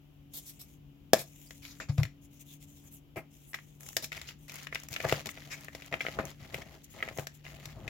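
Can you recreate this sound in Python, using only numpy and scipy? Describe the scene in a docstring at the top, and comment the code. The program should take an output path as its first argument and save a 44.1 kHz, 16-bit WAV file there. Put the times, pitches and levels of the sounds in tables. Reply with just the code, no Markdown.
"""Chalk block broken and crushed over a tub

In a small room, close to the microphones and a little to the left, two hands rub and snap a dry chalk block
over a plastic tub, drop one half in, and crush the other to crumbs. Each fracture is a noise burst with a
swing of the hollow hands and a brief ring; squeezes are grains of grit, finger strokes swelling hiss.
Tub modes, wall echoes and a diffuse tail answer; two wavering hum lines, rumble and hiss run underneath."""
import sys
import numpy as np
from scipy import signal
from scipy.fft import rfft, irfft, next_fast_len
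from scipy.io import wavfile
from scipy.ndimage import uniform_filter1d, map_coordinates

SR = 44100
rng = np.random.default_rng(int(sys.argv[2]) if len(sys.argv) > 2 else 0)


def pcm_store(signal):
    """Save signal as 16-bit PCM."""
    levels = np.round(np.clip(np.atleast_2d(signal), -1, 1) * 32767)
    wavfile.write(sys.argv[1], SR, levels.astype(np.int16).T)


N = 347940  # length in samples
LEFT_DB = 3.5  # left over right, for most of the close sounds

# Fractures in the hands, energy given as rms over 10 ms, before the lean to the left and the room:
# start_s, hollow_db, ring_db, snap_db, ring_pitch_hz (mostly near 2 kHz)
FRACTURES = [(1.1328, -15, -26.5, -23, 1760), (1.1421, -31, -40, -41.5, 1760),
             (1.5073, -59, -50, -53, 1980), (1.651, -68, -48, -52.5, 2430), (1.801, -52, -40, -53, 1450),
             (1.9805, -50, -46, -50.5, 2225), (2.0319, -48, -36.5, -42, 2170),
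             (2.052, -57.5, -44.5, -55, 1996), (3.159, -47, -56, -66, 2250), (3.532, -62, -48, -56, 2006),
             (3.5425, -59.5, -35.5, -52, 2020), (3.5455, -59, -42.5, -48.5, 2150),
             (3.587, -67, -49.5, -70, 1950), (3.9666, -38.5, -33.5, -29, 1930),
             (4.043, -79, -42, -39.5, 2500), (4.119, -60.5, -39.5, -52, 2120),
             (4.127, -69, -41.5, -49, 2190), (4.1675, -58, -48, -49.5, 2680),
             (4.2146, -61, -47, -47.5, 2050), (4.2875, -64.5, -43.5, -55, 2890),
             (4.4954, -61.5, -48.5, -49, 2450), (4.6694, -59, -40.5, -52.5, 2100),
             (4.7256, -48.5, -37.5, -72, 1980), (4.7468, -53, -42, -41.5, 2430),
             (4.7556, -50, -33, -52, 2100), (4.9285, -52, -48, -45, 2310), (4.9385, -67, -45, -43, 2520),
             (4.962, -50.5, -33, -46.5, 2370), (5.0018, -42.5, -37, -50.5, 2060),
             (5.0494, -28, -36.5, -54, 1700), (5.0866, -46, -42, -45, 1940),
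             (5.0944, -61, -33, -41.5, 2100), (5.124, -24, -29.5, -39.5, 2150),
             (5.143, -52, -42, -62, 1570), (5.2577, -49, -43, -43, 1970), (5.2688, -49, -47, -43, 2260),
             (5.2899, -69, -40, -49, 2030), (5.374, -52, -47.5, -71, 2250),
             (5.683, -53.5, -43.5, -74, 1970), (5.749, -45.5, -48.5, -48, 1900),
             (5.821, -61, -48, -58.5, 2300), (5.9257, -44, -37, -56, 2050), (5.9329, -41, -41, -70, 1900),
             (5.939, -37.5, -31, -54.5, 2100), (6.006, -51, -32.5, -61, 2140),
             (6.01, -49, -33.5, -50.5, 2300), (6.05, -42, -44, -68, 1310), (6.0653, -44, -32.5, -57, 2140),
             (6.0839, -39.5, -39.5, -56, 2010), (6.1877, -34, -31, -60, 1330), (6.197, -37, -45, -66, 1750),
             (6.5436, -41, -35.5, -50, 2200), (6.583, -47, -61, -57, 1800), (6.6195, -58, -47.5, -57, 2050),
             (7.004, -59.5, -46, -71.5, 2080), (7.026, -45.5, -29, -71, 2080),
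             (7.034, -47.5, -50, -70, 1940), (7.0772, -46.5, -46, -71, 2170),
             (7.0866, -53, -40.5, -54, 2030), (7.185, -35.5, -42.5, -50, 2070),
             (7.195, -42.5, -46.5, -54, 1690), (7.2693, -51.5, -42, -44.5, 1770),
             (7.451, -59, -52, -75, 2530), (7.4646, -61, -47, -65, 2060), (7.6554, -58, -49, -46.5, 1850),
             (7.8783, -50.5, -39, -51.5, 2160)]
# Colours of the air in the hands, the ring, the snap and the splinters: freq_hz, level_db
HOLLOW_COLOUR = [(60, -26.5), (150, -0.5), (290, 1.5), (420, 1), (560, -1.5), (680, 5), (850, 1),
                 (1150, -4.5), (2500, -53)]
RING_COLOUR = [(700, -25.5), (1100, -9.5), (1350, -3), (1650, -5.5), (2000, 3.5), (2600, -1), (3200, -7),
               (4500, -23)]
SNAP_COLOUR = [(1800, -32.5), (3000, -9), (3700, -1.5), (4700, -3), (5500, 0), (6300, -4.5), (7200, -1.5),
               (8000, -21), (10000, -26)]
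FIZZ_COLOUR = [(6000, -28), (7800, -4), (9000, -12.5), (10300, -6.5), (11800, -2), (14000, -3.5),
               (16000, -8)]
HOLLOW_SCATTER = 0.04  # spread of the hollow's pitch, in natural log
USUAL_RING_HZ = 2150  # ring pitch at which the ring colour stands unshifted
# fizz under a snap of the usual level; harder snaps are brighter, by so many dB for each dB
USUAL_SNAP_DB, FIZZ_DB, FIZZ_GROWS = -43, -6, 0.17


def cracks(split_t60=0.026, puff_t60=0.0024, hollow_hz=555, hollow_t60=0.011, ring_t60=0.007,
           debris_t60=0.14, debris_db=-20, opening=0.00056, variety=0.18, left_leads=0.54):
    """A fracture bursts and sheds debris, puffs the hollow of the hands, and rings briefly."""
    out, t = np.zeros((2, N)), np.arange(SR // 12) / SR
    width = 0.8

    def fade(t60):
        return amp(-60 * t / t60)

    def sized(x):  # energy as of rms 1 over 10 ms
        return x / np.sqrt(np.sum(x ** 2) / (2 * SR / 100))

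    for s, hollow_db, ring_db, snap_db, ring_hz in FRACTURES:
        # the decay of each crack varies a little at random
        stretch = np.exp(variety * np.clip(rng.normal(), -1, 1))
        decay = fade(split_t60 * stretch) + 1.1 * fade(0.004)
        split = pair(len(t), width) * (1 - np.exp(-t / opening)) * decay
        debris = unit(grains(len(t), 4400, 2.7, width)) * fade(debris_t60)
        burst = split + amp(debris_db) * debris

        # the opening gap sucks in air: the hollow of the hands swings for a cycle or two
        turn = 2 * np.pi * hollow_hz * np.exp(HOLLOW_SCATTER * rng.normal()) * t
        lead = left_leads * np.array([[0.5], [-0.5]])  # radians
        swing = -np.sin(turn + lead) * fade(hollow_t60) * (1 - fade(puff_t60))
        breath = pair(len(t), 0.4) * fade(hollow_t60 * 2.5)
        hollow = colour(sized(swing) + 0.6 * sized(breath), HOLLOW_COLOUR)

        # the ring has a random phase in each channel, and its colour shifts with its pitch
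        phase = 2 * np.pi * ring_hz * t + rng.normal(size=(2, 1))
        shifted_colour = [(hz * ring_hz / USUAL_RING_HZ, db) for hz, db in RING_COLOUR]
        ring = colour(sized(np.sin(phase) * fade(ring_t60)) + 5.5 * sized(burst), shifted_colour)

        snap = colour(burst, SNAP_COLOUR)
        body = amp(hollow_db) * sized(hollow) + amp(ring_db) * sized(ring) + amp(snap_db) * sized(snap)
        fizz_db = snap_db + FIZZ_DB + FIZZ_GROWS * (snap_db - USUAL_SNAP_DB)
        fizz = amp(fizz_db) * sized(colour(burst, FIZZ_COLOUR))
        add(out, s, lean(LEFT_DB) * body + fizz)
    return out


# Colours of the muffled crunch, the grit, the dust (also in ticks and rubs) and the strain:
# freq_hz, level_db
CRUNCH_COLOUR = [(60, -12), (130, 5), (250, -4), (340, -0.5), (470, -5.5), (570, 1.5), (700, 0),
                 (900, -7.5), (1300, -10.5), (2500, -35.5)]
GRIT_COLOUR = [(400, -1.5), (1000, 0.5), (1350, 6.5), (1600, 5), (2000, 12), (2500, 8), (3000, 7),
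               (3700, 4.5), (5000, 2), (7200, -2.5), (9000, -54.5)]
DUST_COLOUR = [(500, -16), (1500, -18), (2100, -3.5), (3400, -1.5), (4600, -12.5), (6000, 0.5), (7100, 3.5),
               (8000, -5), (9300, -5.5), (12000, -1.5), (16000, -1.5)]
SWAY_COLOUR = [(20, -39), (40, -10), (70, 6), (110, -4), (250, -3.5)]
POWDER_DB = -6.5  # hiss of powder against the grit
SWAY_DB = -5.5  # low rumble of the straining hands, against the crunch
CLUMP_DB, CLUMP_RATE = 1.7, 130  # unevenness of the crunch: depth in dB, knots per s


def crumbling():
    """Squeezed crumbs give way: muffled clumps inside the fists, fine crackle and powder hiss outside."""
    inside, outside = squeezing()
    clumps = unit(amp(CLUMP_DB * wobble(CLUMP_RATE)))
    ruptures = crackle()
    crunch = unit(colour(grains(N, 3500, 3, 0.35), CRUNCH_COLOUR))
    # the colour of the grit keeps shifting from crumb to crumb
    grit = colour(ruptures * grains(N, 16000, 2.2, 0.8), GRIT_COLOUR)
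    grit = unit(patchy(grit, 2.2, 1000, 0.009))
    powder = colour(np.sqrt(ruptures) * grains(N, 12000, 3, 1), DUST_COLOUR)
    powder = amp(POWDER_DB) * unit(powder)
    sway = amp(SWAY_DB) * unit(colour(pair(N, 0.14), SWAY_COLOUR))
    fists = inside * (clumps * crunch + sway) + outside * grit
    return lean(LEFT_DB) * fists + lean(1.3) * outside * powder


# The fingers bear down and the chalk crumbles: start_s, length_s, crunch_db (muffled), grit_db
SQUEEZES = [(1.633, 0.14, -81.5, -64), (3.799, 0.11, -63, -78.5), (4.113, 0.064, -59.5, -50.5),
            (4.186, 0.13, -75, -56), (4.479, 0.17, -68, -51.5), (4.714, 0.14, -67.5, -55),
            (4.901, 0.13, -56.5, -51.5), (5.025, 0.18, -50, -46), (5.084, 0.047, -52, -42),
            (5.255, 0.018, -45.5, -69), (5.333, 0.32, -62, -56.5), (5.721, 0.16, -63, -57.5),
            (5.912, 0.047, -46, -57), (5.99, 0.16, -54, -53), (6.152, 0.11, -48, -59),
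            (6.256, 0.056, -56, -53), (6.397, 0.11, -61.5, -61), (6.52, 0.098, -50.5, -53),
            (6.65, 0.12, -58, -60.5), (6.936, 0.19, -54.5, -57), (7.161, 0.071, -51, -58),
            (7.439, 0.13, -59, -56), (7.585, 0.14, -59, -57.5), (7.747, 0.2, -53, -64.5)]
# Chalk lying loose in the hands: time_s, share (0 to 1)
LOOSE_CHALK = [(4.1, 0.15), (5.2, 0.55)]
SQUEEZE_ATTACK_S, SQUEEZE_RELEASE_S = 0.0039, 0.015
TRICKLE_DB, TRICKLE_S = -14, 1  # loose grit runs on after the fists relax; level for a share of 1
SHED_DB, SHED_S = -20.5, 0.021  # crumbs off a fresh break, against its ring


def squeezing():
    """Strength of the crunch inside the fists and of the grit outside, which trickles on and is shed by breaks."""
    inside, outside = np.zeros((2, 1, N))
    for s, length, crunch_db, grit_db in SQUEEZES:
        effort = effort_of(s, length, SQUEEZE_ATTACK_S, SQUEEZE_RELEASE_S)
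        loose = np.interp(s, *np.transpose(LOOSE_CHALK))
        trickle = loose * amp(TRICKLE_DB) * effort_of(s, length, SQUEEZE_ATTACK_S, TRICKLE_S)
        inside = np.hypot(inside, amp(crunch_db) * effort)
        outside = np.hypot(outside, amp(grit_db) * np.maximum(effort, trickle))
    # every fracture lets go a short shower of grit
    shower, t = np.zeros((1, N)), np.arange(SR // 5) / SR
    for s, _, ring_db, *_ in FRACTURES:
        add(shower, s, amp(ring_db + SHED_DB) * np.exp(-t / SHED_S)[None])
    return inside, np.hypot(outside, shower)


def effort_of(s, length, attack, release):
    """Attack, hold and release of an effort that starts at s."""
    t = np.maximum(np.arange(N) / SR - s, 0)
    return (1 - np.exp(-t / attack)) * np.exp(-np.clip((t - length) / release, 0, 20))


CRACKLE_RATE, CRACKLE_SPREAD_DB, CRACKLE_S = 950, 3.8, 0.0016  # ruptures per s, size spread, decay


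def crackle():
    """Level of overlapping tiny ruptures: each starts at once and dies within a few ms."""
    size = amp(CRACKLE_SPREAD_DB * np.minimum(rng.exponential(size=N), np.pi))
    starts = size * (rng.random(N) < CRACKLE_RATE / SR)
    power = signal.lfilter([1], [1, -np.exp(-2 / (CRACKLE_S * SR))], starts ** 2)
    return unit(np.sqrt(power))


# Flakes split off with a flat, crisp tick, energy as rms over 10 ms before the lean: start_s, level_db
FLAKES = [(1.801, -58), (3.807, -52.5), (3.832, -52), (3.864, -52), (3.8883, -45), (3.93, -51.5),
          (4.4822, -54.5), (4.5199, -50), (4.542, -47), (4.557, -45.5), (4.5835, -54), (4.631, -50),
          (4.8, -49.5), (4.835, -48), (4.8864, -45), (4.922, -47), (5.026, -50), (5.609, -55), (5.646, -50),
          (5.7677, -64), (5.861, -52.5), (6.2533, -44.5), (6.2767, -63), (6.304, -53.5), (7.1746, -44.5),
          (7.195, -47)]


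def ticks(t60=0.014, grit_db=-1):
    """A flake splits off without a ring: one short noise burst with the colours of grit and dust."""
    out, t = np.zeros((2, N)), np.arange(SR // 50) / SR
    for s, db in FLAKES:
        burst = pair(len(t), 0.9) * amp(-60 * t / t60)
        dust = unit(colour(burst, DUST_COLOUR))
        grit = amp(grit_db) * unit(colour(burst, GRIT_COLOUR))
        # the burst lasts 20 ms: 1 / sqrt(2) gives its energy over 10 ms
        add(out, s, amp(db) / np.sqrt(2) * unit(dust + grit))
    return lean(LEFT_DB) * out


# Chalk faces sliding over skin or each other, close up, levels before the flutter and the lean:
# start_s, length_s, rise_s, crunch_db, grind_db, snap_db, fizz_db
SCRAPES = [(0.335, 0.049, 0.002, -62.5, -69, -49.5, -44.5), (0.452, 0.048, 0.017, -74, -73, -54, -48),
           (0.591, 0.025, 0.011, -65.5, -72, -53, -47.5), (1.15, .024, .002, -44.5, -45.5, -49, -49),
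           (1.181, 0.022, 0.0085, -53, -49.5, -41.5, -39),
           (1.619, 0.099, 0.0055, -83.5, -61.5, -56.5, -60.5), (1.801, 0.026, .002, -57.5, -46.5, -52, -71),
           (1.886, 0.013, 0.0013, -48.5, -56, -54, -69), (1.976, 0.02, .003, -42.5, -50.5, -50.5, -57),
           (2.831, 0.044, 0.0044, -74.5, -69.5, -76.5, -64), (2.908, 0.037, 0.014, -79.5, -85, -74, -53.5),
           (3.158, 0.026, 0.0047, -41, -44.5, -57, -53), (3.467, 0.045, .008, -81, -90, -83, -57.5),
           (3.538, 0.017, 0.0029, -61.5, -53.5, -60, -58), (3.971, 0.017, .002, -53, -69, -49, -56),
           (4.023, 0.021, .002, -50, -51.5, -43.5, -44), (4.269, 0.026, 0.0057, -80, -65, -50, -61),
           (5.037, 0.016, 0.0054, -32.5, -44, -64, -67.5), (6.216, 0.023, 0.017, -46, -53, -70, -76),
           (5.059, .02, 0.0047, -43, -49, -59, -64), (6.187, .008, 0.0014, -32.5, -42, -60, -68),
           (5.503, 0.032, 0.0076, -59, -42.5, -47, -53), (6.539, 0.0045, 0.0018, -45.5, -46.5, -54, -50)]
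# Colour of the grind: freq_hz, level_db
GRIND_COLOUR = [(700, -20), (1000, -6.5), (1400, -5.5), (1750, -2.5), (2100, 3), (2500, 3), (2900, -9.5),
                (4000, -23)]
FLUTTER_DB = 1.3  # depth of the flutter in scrapes and rubs


def scrapes(release=0.015):
    """Sliding faces gather speed, shear off dense fine grains, and come to rest."""
    out = np.zeros((2, N))
    # colour, stereo width and lean in dB of each layer
    layers = [(CRUNCH_COLOUR, 0.27, LEFT_DB), (GRIND_COLOUR, 0.7, LEFT_DB),
              (SNAP_COLOUR, 0.92, LEFT_DB), (FIZZ_COLOUR, 0.99, 0)]
    for s, length, rise, *levels in SCRAPES:
        t = np.arange(int((length + 0.1) * SR)) / SR
        stroke = (1 - np.exp(-t / rise)) * np.exp(-np.maximum(t - length, 0) / release)
        for db, (points, width, left_db) in zip(levels, layers):
            friction = unit(colour(grains(len(t), 10000, 2.7, width), points))
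            add(out, s, amp(db) * lean(left_db) * stroke * friction)
    return amp(FLUTTER_DB * wobble(CLUMP_RATE)) * out


# Fingers shift their grip over the dusty chalk, one arch of hiss a stroke, levels before the flutter
# and the lean: start_s, length_s, level_db
RUBS = [(0.306, 0.21, -61), (0.442, 0.2, -64.5), (0.627, 0.15, -66), (1.249, 0.089, -62),
        (1.318, 0.34, -59.5), (1.608, 0.29, -66.5), (1.885, 0.21, -64), (2.212, 0.06, -62),
        (2.303, 0.094, -64.5), (2.393, 0.043, -54.5), (2.449, 0.13, -58), (2.598, 0.06, -59.5),
        (2.659, 0.18, -61), (2.846, 0.056, -60.5), (2.898, 0.1, -62.5), (3.304, 0.12, -62),
        (3.409, 0.12, -64), (3.55, 0.27, -68.5), (3.796, 0.17, -53.5), (3.947, 0.099, -60),
        (4.381, 0.1, -65), (4.901, 0.045, -57), (5.294, 0.028, -50), (5.55, 0.19, -69),
        (6.831, 0.027, -56.5), (6.895, 0.051, -58), (7.127, 0.13, -57), (7.33, 0.05, -64)]
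RUB_ARCH = 0.55  # under 1, a stroke is flat-topped
RUB_TICK_RATE, RUB_TICK_DB = 70, -10  # stray grains under the fingers: per s, dB against the hiss
SKIN_HZ, SKIN_SPREAD, SKIN_DB = 6600, 0.097, -17  # each stroke sings a little around a pitch of its own
FLUTTER_RATE = 45  # knots per s


def rubbing():
    """Each finger stroke swells and fades; skin catches and slips, so the hiss flutters; stray grains tick."""
    out = np.zeros((2, N))
    hiss = unit(grains(N, 12000, 3.6, 1.0))
    stray = amp(RUB_TICK_DB) * unit(grains(N, RUB_TICK_RATE, 1.7, 0.93))
    dust = unit(colour(hiss + stray, DUST_COLOUR))
    for s, length, db in RUBS:
        n = int(length * SR)
        speed = np.abs(np.sin(np.linspace(0, np.pi, n))) ** RUB_ARCH
        song_hz = SKIN_HZ * np.exp(SKIN_SPREAD * rng.uniform(-0.47, 1))
        song = amp(SKIN_DB) * slip(n, song_hz)
        add(out, s, amp(db) * speed * (dust[:, round(s * SR):][:, :n] + song))
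    flutter = amp(FLUTTER_DB * (wobble(FLUTTER_RATE) + wobble(CLUMP_RATE)))
    return lean(4.2) * flutter * out


# A fingertip drags on a smooth face, level before its swell: start_s, length_s, pitch_hz, level_db
SQUEAKS = [(1.46, 0.034, 4840, -63.5), (2.464, 0.08, 3500, -61.5)]


def squeaks():
    """Skin slipping on chalk sings in a narrow, fuzzy band."""
    out = np.zeros((2, N))
    for s, length, hz, db in SQUEAKS:
        n = int(length * SR)
        add(out, s, amp(db) * slip(n, hz) * np.sqrt(np.hanning(n)))
    return out


def slip(n, hz):
    """Fuzzy narrow-band noise of skin slipping on chalk, rms 1."""
    band = [(hz / 2, -50), (0.86 * hz, -16), (hz, 0), (1.21 * hz, -16)]
    return unit(colour(pair(n, 0.62), band))


# Soft, heavy bumps that sway the tub, before the lean: start_s, peak_db
BUMPS = [(1.133, -39.5), (1.891, -20), (1.9807, -15), (2.0075, -23.5), (2.04, -27.5), (4.907, -38),
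         (5.049, -33), (5.121, -27.5), (6.188, -35), (6.417, -40.5), (6.587, -41), (7.182, -33),
         (7.665, -42), (7.762, -41), (7.83, -42), (7.866, -41)]
# Low modes of the tub: freq_hz, level_db, t60_s
TUB_MODES = [(114.4, 4.5, 0.064), (141.6, -10, 0.28), (72, -14.5, 0.071), (332, -19, 0.031)]


def bumps(contact=0.0089):
    """The floor of the tub sways in a few low modes after a soft push."""
    out, t = np.zeros((2, N)), np.arange(SR // 3) / SR
    push = 1 - np.exp(-(t / contact) ** 2)
    for s, db in BUMPS:
        sway = sum(amp(level - 60 * t / t60) * np.sin(2 * np.pi * hz * (t - contact))
                   for hz, level, t60 in TUB_MODES)
        sway = sway * push
        add(out, s, amp(db) * lean(LEFT_DB) * sway / np.abs(sway).max())
    return out


# Decay of the small room's tail, before the wall ring: freq_hz, t60_s
ROOM_DECAY = [(100, 0.19), (600, 0.21), (2000, 0.21), (7000, 0.26), (16000, 0.031)]
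# Echoes off the tub walls: delay_s, level_db
WALL_ECHOES = [(.0024, -21.5), (.0077, -25.5), (.0095, -20), (0.017, -28.5)]


def room(x, wet_db=-16, wall_hz=2020, wall_q=6, wall_db=-6):
    """Quick echoes off the tub walls, then a short diffuse tail in which their thin plastic rings on."""
    hz, t, z = signal.stft(pair(SR // 3, 0.3), SR, nperseg=256)
    decay = amp(-60 * t / along(ROOM_DECAY, hz)[:, None])
    tail = signal.istft(z * decay, SR, nperseg=256)[1]
    # the tail sets in after 1/300 s
    tail = np.pad(tail / np.linalg.norm(tail[0]), ((0, 0), (SR // 300, 0)))
    tail = tail + amp(wall_db) * signal.lfilter(*signal.iirpeak(wall_hz, wall_q, SR), tail)
    echoes = sum(amp(db) * np.pad(x, ((0, 0), (round(delay * SR), 0)))[:, :N]
                 for delay, db in WALL_ECHOES)
    return x + echoes + amp(wet_db) * signal.fftconvolve(x, tail, axes=1)[:, :N]


# Hum and rumble behind, before their wavering and the lean: time_s, low_line_db, upper_line_db, rumble_db
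HUM_LEVELS = [(0, -61.5, -67.5, -61.5), (1.5, -60, -61.5, -59), (3.0, -60, -63, -61),
              (3.6, -62.5, -74, -61.5), (4.6, -60, -68, -58.5), (5.6, -58.5, -63.5, -60.5),
              (7.3, -59, -75, -59), (7.89, -54.5, -93, -57)]
# Colours of the dull rumble and the faint hiss: freq_hz, level_db
RUMBLE_COLOUR = [(20, -20.5), (40, 1), (70, 0), (100, -2.5), (160, -5), (230, -7), (340, -17), (600, -26)]
AIR_COLOUR = [(100, 2), (340, 3), (450, -8), (700, -7), (1000, -12.5), (1800, -18), (3000, -9.5),
              (4200, -22.5), (7000, -23.5), (9000, -34.5), (12000, -21), (16000, -20.5)]


def background():
    """Two hum lines wavering in phase and level over the dull rumble and faint hiss of the room."""
    low_db, upper_db, rumble_db = curves(HUM_LEVELS)
    t = np.arange(N) / SR

    def line(hz, drift):  # drift in radians
        return np.sqrt(2) * np.sin(2 * np.pi * hz * t + drift * wobble(6)) * amp(2.2 * wobble(7))

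    hum = amp(low_db) * line(146.5, 1.0) + amp(upper_db) * line(284, 0.7)
    rumble = amp(rumble_db + 1.4 * wobble(4)) * unit(colour(pair(N, 0.26), RUMBLE_COLOUR))
    hiss = amp(-65.0) * unit(colour(pair(N, 0.99), AIR_COLOUR))
    return lean(LEFT_DB) * (hum + rumble + hiss)


def amp(db):
    """Decibels to gain."""
    return 10 ** (np.asarray(db) / 20)


def unit(x):
    """Scale to rms 1."""
    return x / np.sqrt(np.mean(x ** 2) + 1e-20)


def along(points, hz):
    """Interpolate (Hz, value) points on a log frequency axis."""
    f, v = np.transpose(points)
    return np.interp(np.log(hz + 1), np.log(f + 1), v)


def curves(rows):
    """One value per sample for each column after the time."""
    s, *cols = np.transpose(rows)
    return [np.interp(np.arange(N) / SR, s, c) for c in cols]


def wobble(rate):
    """A smooth random curve, rate knots a second."""
    knots = rng.standard_normal(int(N * rate / SR) + 4)
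    return map_coordinates(knots, [np.arange(N) * rate / SR])


def colour(x, points, size=4096):
    """Causal filter with the gain of the (Hz, dB) points, closing above the last one."""
    hz = np.fft.rfftfreq(size, 1 / SR)
    closed = points + [(2 * points[-1][0], -90)]
    # folding the cepstrum onto positive times makes the response minimum-phase
    cepstrum = irfft(np.log(amp(along(closed, hz))))
    cepstrum[1:size // 2] *= 2
    cepstrum[size // 2 + 1:] = 0
    response = irfft(np.exp(rfft(cepstrum)))[:size // 2]
    return signal.fftconvolve(x, response[None], axes=1)[:, :x.shape[1]]


def patchy(x, depth_db, wide_hz, long_s):
    """The colour of x drifts: patches of random gain, so wide and so long."""
    z = signal.stft(x, nperseg=256)[2]
    hop_s, step_hz = 128 / SR, SR / 256
    field = rng.standard_normal(z.shape[1:])
    for _ in range(2):
        field = uniform_filter1d(field, round(wide_hz / step_hz), 0)
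        field = uniform_filter1d(field, round(long_s / hop_s), 1)
    return signal.istft(z * amp(depth_db * unit(field)), nperseg=256)[1][:, :N]


def pair(n, width):
    """White stereo noise; width is side over mid."""
    mid, side = rng.standard_normal((2, n))
    return np.array([mid + width * side, mid - width * side])


def grains(n, rate, spread_db, width):
    """Tiny ruptures at random moments, rate a second, a few of them much bigger than the rest."""
    size = amp(spread_db * np.minimum(rng.exponential(size=n), np.pi))
    return pair(n, width) * size * (rng.random(n) < rate / SR)


def lean(db):
    """Left and right gains for a level difference."""
    return amp([[db / 2], [-db / 2]])


def add(track, s, x):
    """Mix x into the track at time s."""
    start = round(s * SR)
    track[:, start:start + x.shape[1]] += x[:, :max(N - start, 0)]


def scene():
    """Chalk and tub close by and a little to the left, the hum behind."""
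    # the colour of the friction shifts as the contact moves over the chalk
    friction = patchy(scrapes() + rubbing(), 2.2, 700, 0.035)
    hands = cracks() + ticks() + friction + squeaks() + crumbling()
    return room(hands) + bumps() + background()


TOP_HZ = 16100  # middle of the 500 Hz wide slope at the top of the band


def record(dry):
    """The microphones shed the deepest bass; the recorder clips at full scale and cuts above its band limit."""
    size = next_fast_len(N + SR // 2)
    keep = np.clip((TOP_HZ - np.fft.rfftfreq(size, 1 / SR)) / 500 + 0.5, 0, 1)
    heard = signal.sosfilt(signal.butter(2, 34, "highpass", fs=SR, output="sos"), dry)
    return irfft(rfft(np.clip(heard, -1, 1), size) * keep, size)[:, :N]


dry = scene()
out = record(dry)
pcm_store(out)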